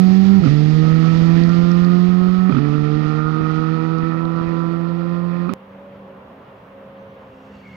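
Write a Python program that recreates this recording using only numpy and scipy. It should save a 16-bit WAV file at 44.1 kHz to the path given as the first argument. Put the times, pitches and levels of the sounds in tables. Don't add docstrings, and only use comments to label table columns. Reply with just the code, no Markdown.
import sys
import numpy as np
from scipy import signal
from scipy.fft import rfft, irfft, next_fast_len
from scipy.io import wavfile
from scipy.ndimage import uniform_filter1d

SR = 44100
rng = np.random.default_rng(int(sys.argv[2]) if len(sys.argv) > 2 else 0)


def voltage_ratio(decibels):
    exponent = np.asarray(decibels, float) / 20
    return 10 ** exponent


def transcribe(signal):
    frames = np.atleast_2d(signal).T
    limited = np.clip(frames, -1, 1)
    pcm = np.round(limited * 32767).astype(np.int16)
    wavfile.write(sys.argv[1], SR, pcm)


N = 342201
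PAD = next_fast_len(N)
t = np.arange(N) / SR
f = np.arange(PAD // 2 + 1) * SR / PAD + 1e-9
SECOND_IN_S, FIRST_OUT_S = 4.125, 5.53695

# (time [s], firing rate [Hz], boom level [dB], tailpipe rasp level [dB])
LEAVING = [(0, 184.5, -12, -43), (.39, 196.4, -12, -43), (.478, 146, -15, -44), (.65, 151.8, -14.5, -47),
           (.84, 157.8, -14.5, -38.5), (1.1, 163.2, -15.5, -35), (1.34, 167.6, -14, -39.5),
           (1.73, 173.6, -15, -35), (2.05, 178.9, -15, -36), (2.48, 185.5, -15.5, -36),
           (2.58, 145, -19.5, -34.5), (2.92, 150.3, -20, -36.5), (3.3, 155.2, -21.5, -29),
           (3.69, 159.4, -22.5, -33), (4.27, 165.6, -24, -34.5), (4.82, 168.3, -23, -39.5),
           (5.2, 172.6, -23, -42.5), (5.47, 174, -24, -40)]
# (time [s], revs sag [Hz], bark flare [dB])
SHIFTS = [
    (.478, 14, 4),
    (2.576, 11, -1.5),
    (5.5, 4.5, -10),
]
# (time [s], half length [s], boom level [dB])
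MISFIRES = [
    (.406, .004, -8),
    (.415, .005, -12),
    (2.507, .006, -9),
    (2.541, .004, -10),
    (2.59, .004, -6),
    (5.507, .006, -12),
    (5.529, .004, -8),
    (5.5365, .002, 4),
]
# (time [s], level [dB])
THROB = [(0, -32), (.38, -21), (.45, -31.5), (2.5, -36.5), (2.7, -36), (5.54, -34)]
# (multiple of firing rate [ratio], level [dB])
BARK_ORDERS = [(1.5, -11.5), (2, -1), (2.5, -19.5), (3, -7), (3.5, -27.5), (4, -13.5), (4.5, -25), (5, -23),
               (5.5, -29), (6, -21)]
# (frequency [Hz], gain [dB])
SILENCER = [(200, 3.5), (330, 0), (480, -3), (530, -7), (570, -18.5), (640, -13.5), (720, -0.5), (800, 0.5),
            (880, -8), (1000, 3.5), (1120, 6.5)]
# (frequency [Hz], gain [dB])
TAILPIPE = [(550, -33), (700, -6.5), (900, -14.5), (1020, -15.5), (1130, -10), (1250, 4), (1400, -2.5),
            (1560, -25), (1850, -2), (2150, -21), (2500, -10.5), (2700, -25.5), (2850, -39.5)]
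# (time [s], level [dB])
TYRES = [(0, -42.5), (.42, -43), (.455, -38), (.56, -42), (1.1, -41), (1.75, -43.5), (2.2, -45.5),
         (2.48, -46), (2.55, -45), (2.95, -44), (3.25, -48), (3.55, -44), (3.9, -48.5), (4.3, -49),
         (4.8, -51), (5.2, -54), (5.54, -53.5)]
# (frequency [Hz], density [dB per Hz])
GRAVEL_COLOUR = [(30, -3.5), (100, 9.5), (200, 18), (400, 7.5), (880, -3), (1570, -8), (1860, -5),
                 (2600, -8), (3200, -9.5), (4740, -12.5), (6000, -23), (7300, -33), (8500, -47.5),
                 (12000, -47.5), (16000, -51)]
# (time [s], peak level [dB], ring frequency [Hz])
STONES = [(0.625, -32.5, 4510), (1.094, -29, 4120), (1.2616, -29, 4063), (1.4366, -16.5, 4570),
          (1.455, -38.5, 4160), (1.4936, -22.5, 5230), (1.7165, -19, 5160), (1.848, -17.5, 4340),
          (1.94, -38.5, 4540), (2.0558, -42, 4377), (2.1444, -30.5, 4560), (2.1548, -35.5, 4330),
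          (2.429, -37.5, 4620), (2.5515, -45, 3980), (2.7363, -36.5, 3910), (2.7562, -30.5, 3780),
          (3.9844, -26.5, 4720), (4.2533, -24, 3820), (4.2926, -50, 4150)]
# (time [s], level [dB])
PUFFS = [(.072, -28.5), (.327, -26), (.403, -16), (.478, -21), (.517, -20), (.74, -23.5), (.802, -24),
         (.924, -19.5), (1.158, -22), (1.219, -19), (1.279, -26), (1.343, -24), (1.414, -24),
         (1.481, -24.2), (1.585, -25), (1.637, -21), (1.766, -25), (1.817, -21), (2.088, -22),
         (2.214, -25.7), (2.291, -24), (2.388, -27), (2.694, -26), (2.785, -25), (2.831, -25), (2.954, -24),
         (3.063, -24), (3.196, -28), (3.257, -21.5), (4.477, -22.5)]
# (time [s], level [dB])
FLICKS = [
    (3.409, -21),
    (3.474, -31),
    (3.593, -24.5),
    (3.995, -34),
    (4.033, -22),
    (4.252, -26),
    (4.412, -24),
]
# (time [s], peak level [dB], ring frequency [Hz], thud level [dB])
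BANGS = [
    (0.437, -28.5, 1317, -25.5),
    (0.4593, -32, 1390, -5.5),
    (0.4729, -32, 1270, -28.5),
    (2.4945, -27, 1250, -10),
    (2.5232, -24, 1283, -13.5),
    (2.5477, -27, 1257, -15),
    (2.5672, -27.5, 1364, -11),
    (2.584, -30, 1268, -7.5),
    (2.7397, -33.5, 1380, -17),
    (5.4922, -25, 1266, -14.5),
]
# (frequency [Hz], gain [dB])
COVER = [(60, -8.5), (170, -19), (320, -24), (500, -30), (780, -32.5), (1300, -31.5), (2200, -43),
         (3600, -56), (7000, -44.5)]
# (time [s], firing rate [Hz], engine level [dB], gear whine level [dB])
FAR_CAR = [(4.2, 193, -51, -46), (4.5, 193.5, -52.5, -45), (4.95, 193, -64.5, -47.5),
           (5.4, 195, -59, -46.5), (5.7, 194, -41.5, -49), (5.95, 195.4, -49.5, -46),
           (6.15, 194, -43, -45.5), (6.3, 204.4, -50, -53), (6.6, 198.6, -58, -61), (6.78, 198.9, -51, -45),
           (7.05, 198, -46, -42), (7.2, 201.8, -46, -45.5), (7.35, 201.7, -54, -50.5),
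           (7.5, 200, -44, -47.5), (7.65, 196.7, -48.5, -64), (7.76, 192, -44, -51)]
# (time [s], frequency [Hz])
WHINE_PITCH = [(4.2, 517.2), (5.55, 533), (5.8, 561), (5.97, 566), (6.01, 543.7), (7.05, 546.3),
               (7.33, 526), (7.42, 529)]
# (time [s], roar level [dB], hiss level [dB])
FAR_ROAD = [(4.2, -46, -65.5), (5.1, -45, -65), (5.6, -48, -61), (6.1, -46.5, -60.5), (7.2, -47.5, -60.5),
            (7.76, -51.5, -59)]
# (frequency [Hz], density [dB per Hz])
FAR_ROAR_COLOUR = [(25, -22.5), (50, -15.5), (110, -5), (195, -1), (334, -11.5), (400, -5.5), (548, -2.5),
                   (718, -9), (1050, -8.5), (1400, -16.5), (2070, -24), (3300, -30.5), (4000, -39.5),
                   (6500, -54), (9000, -60)]
# (start [s], end [s], start frequency [Hz], end frequency [Hz], level [dB])
WHISTLES = [
    (6.95, 7.18, 6000, 5960, -83),
    (7.35, 7.6, 5700, 5580, -83),
    (7.62, 7.85, 2190, 2175, -52.5),
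    (7.5, 7.85, 4500, 4320, -73),
]


def curves(table):
    s, *columns = np.transpose(table)
    return [np.interp(t, s, c) for c in columns]


def bump(s, width):
    return np.exp(-((t - s) / width) ** 2)


def walk(rate):
    k = int(SR / rate)
    steps = np.repeat(rng.standard_normal(N // k + 1), k)
    return 1.26 * uniform_filter1d(uniform_filter1d(steps, k), k)[:N]


def unit(x):
    return x / np.sqrt(np.mean(x ** 2))


def tint(table, hz):
    corner_hz, db = np.transpose(table)
    return voltage_ratio(np.interp(np.log(hz), np.log(corner_hz), db))


def filt(x, gain):
    return irfft(rfft(x, PAD) * gain, PAD)[:N]


def noise(gain):
    return unit(filt(rng.standard_normal(N), gain))


def patchy(table, flicker_db, rate, split_hz=1500):
    white = rfft(rng.standard_normal(PAD)) * tint(table, f)
    parts = [0, 0]
    for hz in 31.25 * 2. ** np.arange(10):
        bell = np.cos(np.pi / 2 * np.clip(np.log2(f / hz), -1, 1)) ** 2
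        band = irfft(white * bell, PAD)[:N] * voltage_ratio(flicker_db * walk(rate))
        parts[int(hz > split_hz)] = parts[int(hz > split_hz)] + band
    return parts


def add(x, s, hz, db, t60, rise=0.00046):
    i = int(s * SR)
    u = np.arange(min(int(t60 * SR), N - i)) / SR
    envelope = np.exp(-np.log(1000) * u / t60) * (1 - np.exp(-u / rise))
    x[i:i + len(u)] -= voltage_ratio(db) * np.sin(2 * np.pi * hz * u) * envelope


def driving():
    hz, boom_db, rasp_db = curves(LEAVING)
    bark_db = -25.5 - 0.1033 * (hz - 150) - 4 * np.maximum(t - 4.1, 0) + .7 * walk(30)
    for s, sag_hz, flare_db in SHIFTS:
        hz = hz - sag_hz * bump(s, 0.01795)
        bark_db = bark_db + flare_db * bump(s, 0.0074)
    return hz, boom_db, bark_db, rasp_db + 1.2 * walk(25), curves(TYRES)[0] + 0.68 * walk(12)


def exhaust_bark(hz, phase):
    bark = 0
    for k, db in BARK_ORDERS:
        wander_db = (.5 + 0.33 * k) * walk(24.036)
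        drift_db = 2.5 * (t - 3.5) * (k > 5.2) - 0.91 * t * (k < 2)
        slip = .16 * k * walk(28)
        bark = bark - voltage_ratio(db + wander_db + drift_db) * tint(SILENCER, k * hz) * np.cos(k * phase + slip)
    return bark


def tailpipe_rasp(hz, phase):
    rasp, power = 0, 0
    for n in range(13, 20):
        uneven = voltage_ratio(-13 * (n % 2))
        gain = tint(TAILPIPE, hz * n / 2) * uneven / (1 + (hz * n / 3040) ** 30)
        rasp = rasp + gain * voltage_ratio(1.1 * walk(22)) * np.cos(n * phase / 2 + 0.73 * walk(30))
        power = power + gain ** 2 / 2
    return rasp / np.sqrt(power)


def engine(hz, boom_db, bark_db, rasp_db, gravel_db):
    stumble = sum(bump(s, .03) for s, half, db in MISFIRES)
    unsteady = 1 + .0018 * walk(30) + .05 * stumble * walk(90)
    phase = 2 * np.pi * np.cumsum(hz * unsteady) / SR
    phase = phase - phase[int(FIRST_OUT_S * SR)]
    firing = voltage_ratio(sum(db * bump(s, half) for s, half, db in MISFIRES))
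    boom = -np.cos(phase) * voltage_ratio(.4 * walk(30))
    boom = boom + voltage_ratio(curves(THROB)[0] + 2.0 * walk(20)) * np.cos(phase / 2)

    bark = exhaust_bark(hz, phase)
    rasp = tailpipe_rasp(hz, phase) / (1 + 1.3 * stumble)
    gas = noise(tint(TAILPIPE, f) * (f > 500) * (f < 1560))
    gas = gas * (1 + .95 * np.cos(phase)) * voltage_ratio(-6 + walk(25))
    fizz = noise(tint(TAILPIPE, f) * (f > 1560) * (f < 3200)) * (1 + 0.44 * np.cos(phase))
    fizz_db = gravel_db - 7.5 + 2.0 * t + 2.0 * walk(30)
    upper = np.sqrt(2) * voltage_ratio(bark_db) * bark + voltage_ratio(rasp_db - 2.0) * (rasp + gas) + voltage_ratio(fizz_db) * fizz
    return np.sqrt(2) * voltage_ratio(boom_db) * firing * boom, upper


def gravel(db):
    low, high = patchy(GRAVEL_COLOUR, flicker_db=1.2, rate=22)
    blend = voltage_ratio(-2.5) * low + voltage_ratio(-0.05 + 0.18 * walk(40)) * high
    spray = voltage_ratio(db) / np.sqrt(np.mean(high ** 2)) * blend
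    top = filt(spray, 1 / (1 + (4800 / f) ** 8))
    spray = spray + top * (voltage_ratio(5.0 - 2.0 * t) - 1)
    for s, peak_db, hz in STONES:
        add(spray, s, hz, peak_db + 1, t60=.003, rise=.0004)
    for when, size, pitch in rng.random((90, 3)):
        s = 5.5 * when
        add(spray, s, 3500 + 2300 * pitch, db[int(s * SR)] - 1 + 7 * size, t60=.0035, rise=.0002)
    return spray


def trees(x, t60, wet_db):
    u = np.arange(SR) / SR
    tail = rng.standard_normal(SR) * np.exp(-np.log(1000) * u / t60) * (1 - np.exp(-u / 0.0097))
    return x + voltage_ratio(wet_db) * signal.fftconvolve(x, tail / np.sqrt(np.sum(tail ** 2)))[:N]


def port_rumble(boom_db):
    sides = []
    for db in (-44, -36):
        level_db = db + 2.7 * walk(6.3) + 0.76 * boom_db
        sides.append(noise(1 / (1 + (f / 60) ** 2)) * voltage_ratio(level_db))
    return sides


def port_hiss():
    sides = []
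    for _ in range(2):
        level_db = -75 + 7.0 * np.exp(-t / .9) + 1.5 * walk(40)
        sides.append(noise(.12 + 1 / (1 + (11000 / f) ** 6)) * voltage_ratio(level_db))
    return sides


def wind_puffs():
    x = np.zeros(N)
    half = 1500
    u = np.arange(-half, half) / SR
    puff_hz, flick_hz = 55, 150
    small = [(.05 + 4.4 * s, -33.5 + 10 * (size - .5)) for s, size in rng.random((24, 2))]
    for rows, hz in ((PUFFS + small, puff_hz), (FLICKS, flick_hz)):
        swing = -np.cos(2 * np.pi * 1.3 * hz * u + 0.81 * puff_hz / hz) * np.exp(-(u * hz / 0.29) ** 2)
        for s, db in rows:
            i = int(s * SR) - half
            x[i:i + len(u)] += voltage_ratio(db + 1.5) * hz / puff_hz * swing
    return x


def exhaust_bangs():
    x, crack = np.zeros(N), np.zeros(N)
    for s, db, hz, thud_db in BANGS:
        add(x, s, hz, db + 7, t60=.038)
        add(x, s, 1.9 * hz, db - 5.0, t60=.025)
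        add(x, s - .002, 255, thud_db, t60=0.077, rise=0.0026)
        crack = crack + voltage_ratio(db - 18.0) * np.exp(-np.abs(t - s) / 0.015) * (t > s)
    bass_cut = (f / 1500) ** 2 / (1 + (f / 1500) ** 2)
    return x + crack * noise(bass_cut / (1 + (f / 3800) ** 8))


def leaving_car():
    hz, boom_db, bark_db, rasp_db, gravel_db = driving()
    boom, upper = engine(hz, boom_db, bark_db, rasp_db, gravel_db)
    boom = trees(boom, t60=.5, wet_db=-24)
    upper = trees(upper + exhaust_bangs(), t60=.7, wet_db=-12)
    right = voltage_ratio(5.5) * (boom + upper + gravel(gravel_db))
    left = filt(right, tint(COVER, f) * np.exp(-1.2j))
    ports = np.array([left + wind_puffs(), right]) + port_rumble(boom_db) + port_hiss()
    return ports * (t < FIRST_OUT_S)


def tone(hz, db, wobble_db=2.0, rate=12, drift=.006):
    phase = 2 * np.pi * np.cumsum(hz * (1 + drift * walk(2 * rate))) / SR
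    return np.sqrt(2) * voltage_ratio(db + wobble_db * walk(rate)) * np.cos(phase)


def far_engine_and_gears():
    hz, engine_db, whine_db = curves(FAR_CAR)
    whine_hz = curves(WHINE_PITCH)[0]
    half_db = -60 + 9.5 * bump(7.45, 0.28) + 3.0 * walk(5.3)
    firing = tone(hz, engine_db) + tone(2 * hz, engine_db / 2 - 35.5, wobble_db=4.0)
    return firing + tone(whine_hz, whine_db) + tone(whine_hz / 2, half_db)


def far_road():
    roar_db, hiss_db = curves(FAR_ROAD)
    draws = []
    for _ in range(2):
        low, high = patchy(FAR_ROAR_COLOUR, flicker_db=1.1, rate=18)
        draws.append(voltage_ratio(roar_db + 3.5) * unit(low) + voltage_ratio(hiss_db + 3.5) * unit(high))
    return draws


def twig():
    x = np.zeros(N)
    add(x, 4.468, 5000, -46, t60=.004, rise=.0001)
    return x


def far_whistles():
    x = np.zeros(N)
    for s0, s1, hz0, hz1, db in WHISTLES:
        glide_hz = np.interp(t, [s0, s1], [hz0, hz1])
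        fade = np.interp(t, [s0, s0 + .05, s1 - .05, s1], [0, 1, 1, 0])
        x = x + tone(glide_hz, db, wobble_db=4.0, rate=150, drift=.024) * fade
    return x


def nearing():
    drone_db = np.interp(t, [7.0, 7.7], [-64, -50])
    drone = voltage_ratio(drone_db) * noise((f / 110) ** 2 / (1 + (f / 110) ** 5))
    spit_db = np.interp(t, [7.0, 7.76], [-82, -67]) + 2 * walk(30)
    spit = voltage_ratio(spit_db) * noise((f > 3500) / (1 + (f / 7000) ** 8))
    intake_db = np.interp(t, [7.1, 7.6, 7.76], [-74, -63, -66]) + 2.5 * walk(40)
    intake = voltage_ratio(intake_db) * noise(np.exp(-((f - 2750) / 160) ** 2))
    return drone + spit + intake


def far_car():
    road_mid, road_side = far_road()
    mid = road_mid + far_engine_and_gears() + twig() + far_whistles() + nearing()
    side = filt(road_side, .9 / (1 + (600 / f) ** 2))
    hiss = [noise(1 / (1 + (10000 / f) ** 6)) * voltage_ratio(-74.0) for _ in range(2)]
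    stereo = np.array([voltage_ratio(-1.3) * (mid + side), voltage_ratio(-0.05) * (mid - side)]) + hiss
    return stereo * np.clip((t - SECOND_IN_S) / 0.016, 0, 1)


def scene():
    return leaving_car() + far_car()


def band_limit(x):
    return signal.sosfilt(signal.butter(12, 15830, fs=SR, output="sos"), x)


def record(dry):
    wet = signal.sosfilt(signal.butter(2, 28, "high", fs=SR, output="sos"), dry)
    size = np.abs(wet)
    rounded = np.sign(wet) * (.7 + .24 * np.tanh((size - .7) / .24))
    wet = np.where(size > .7, rounded, wet)
    return band_limit(wet)


dry = scene()
out = record(dry)
transcribe(out)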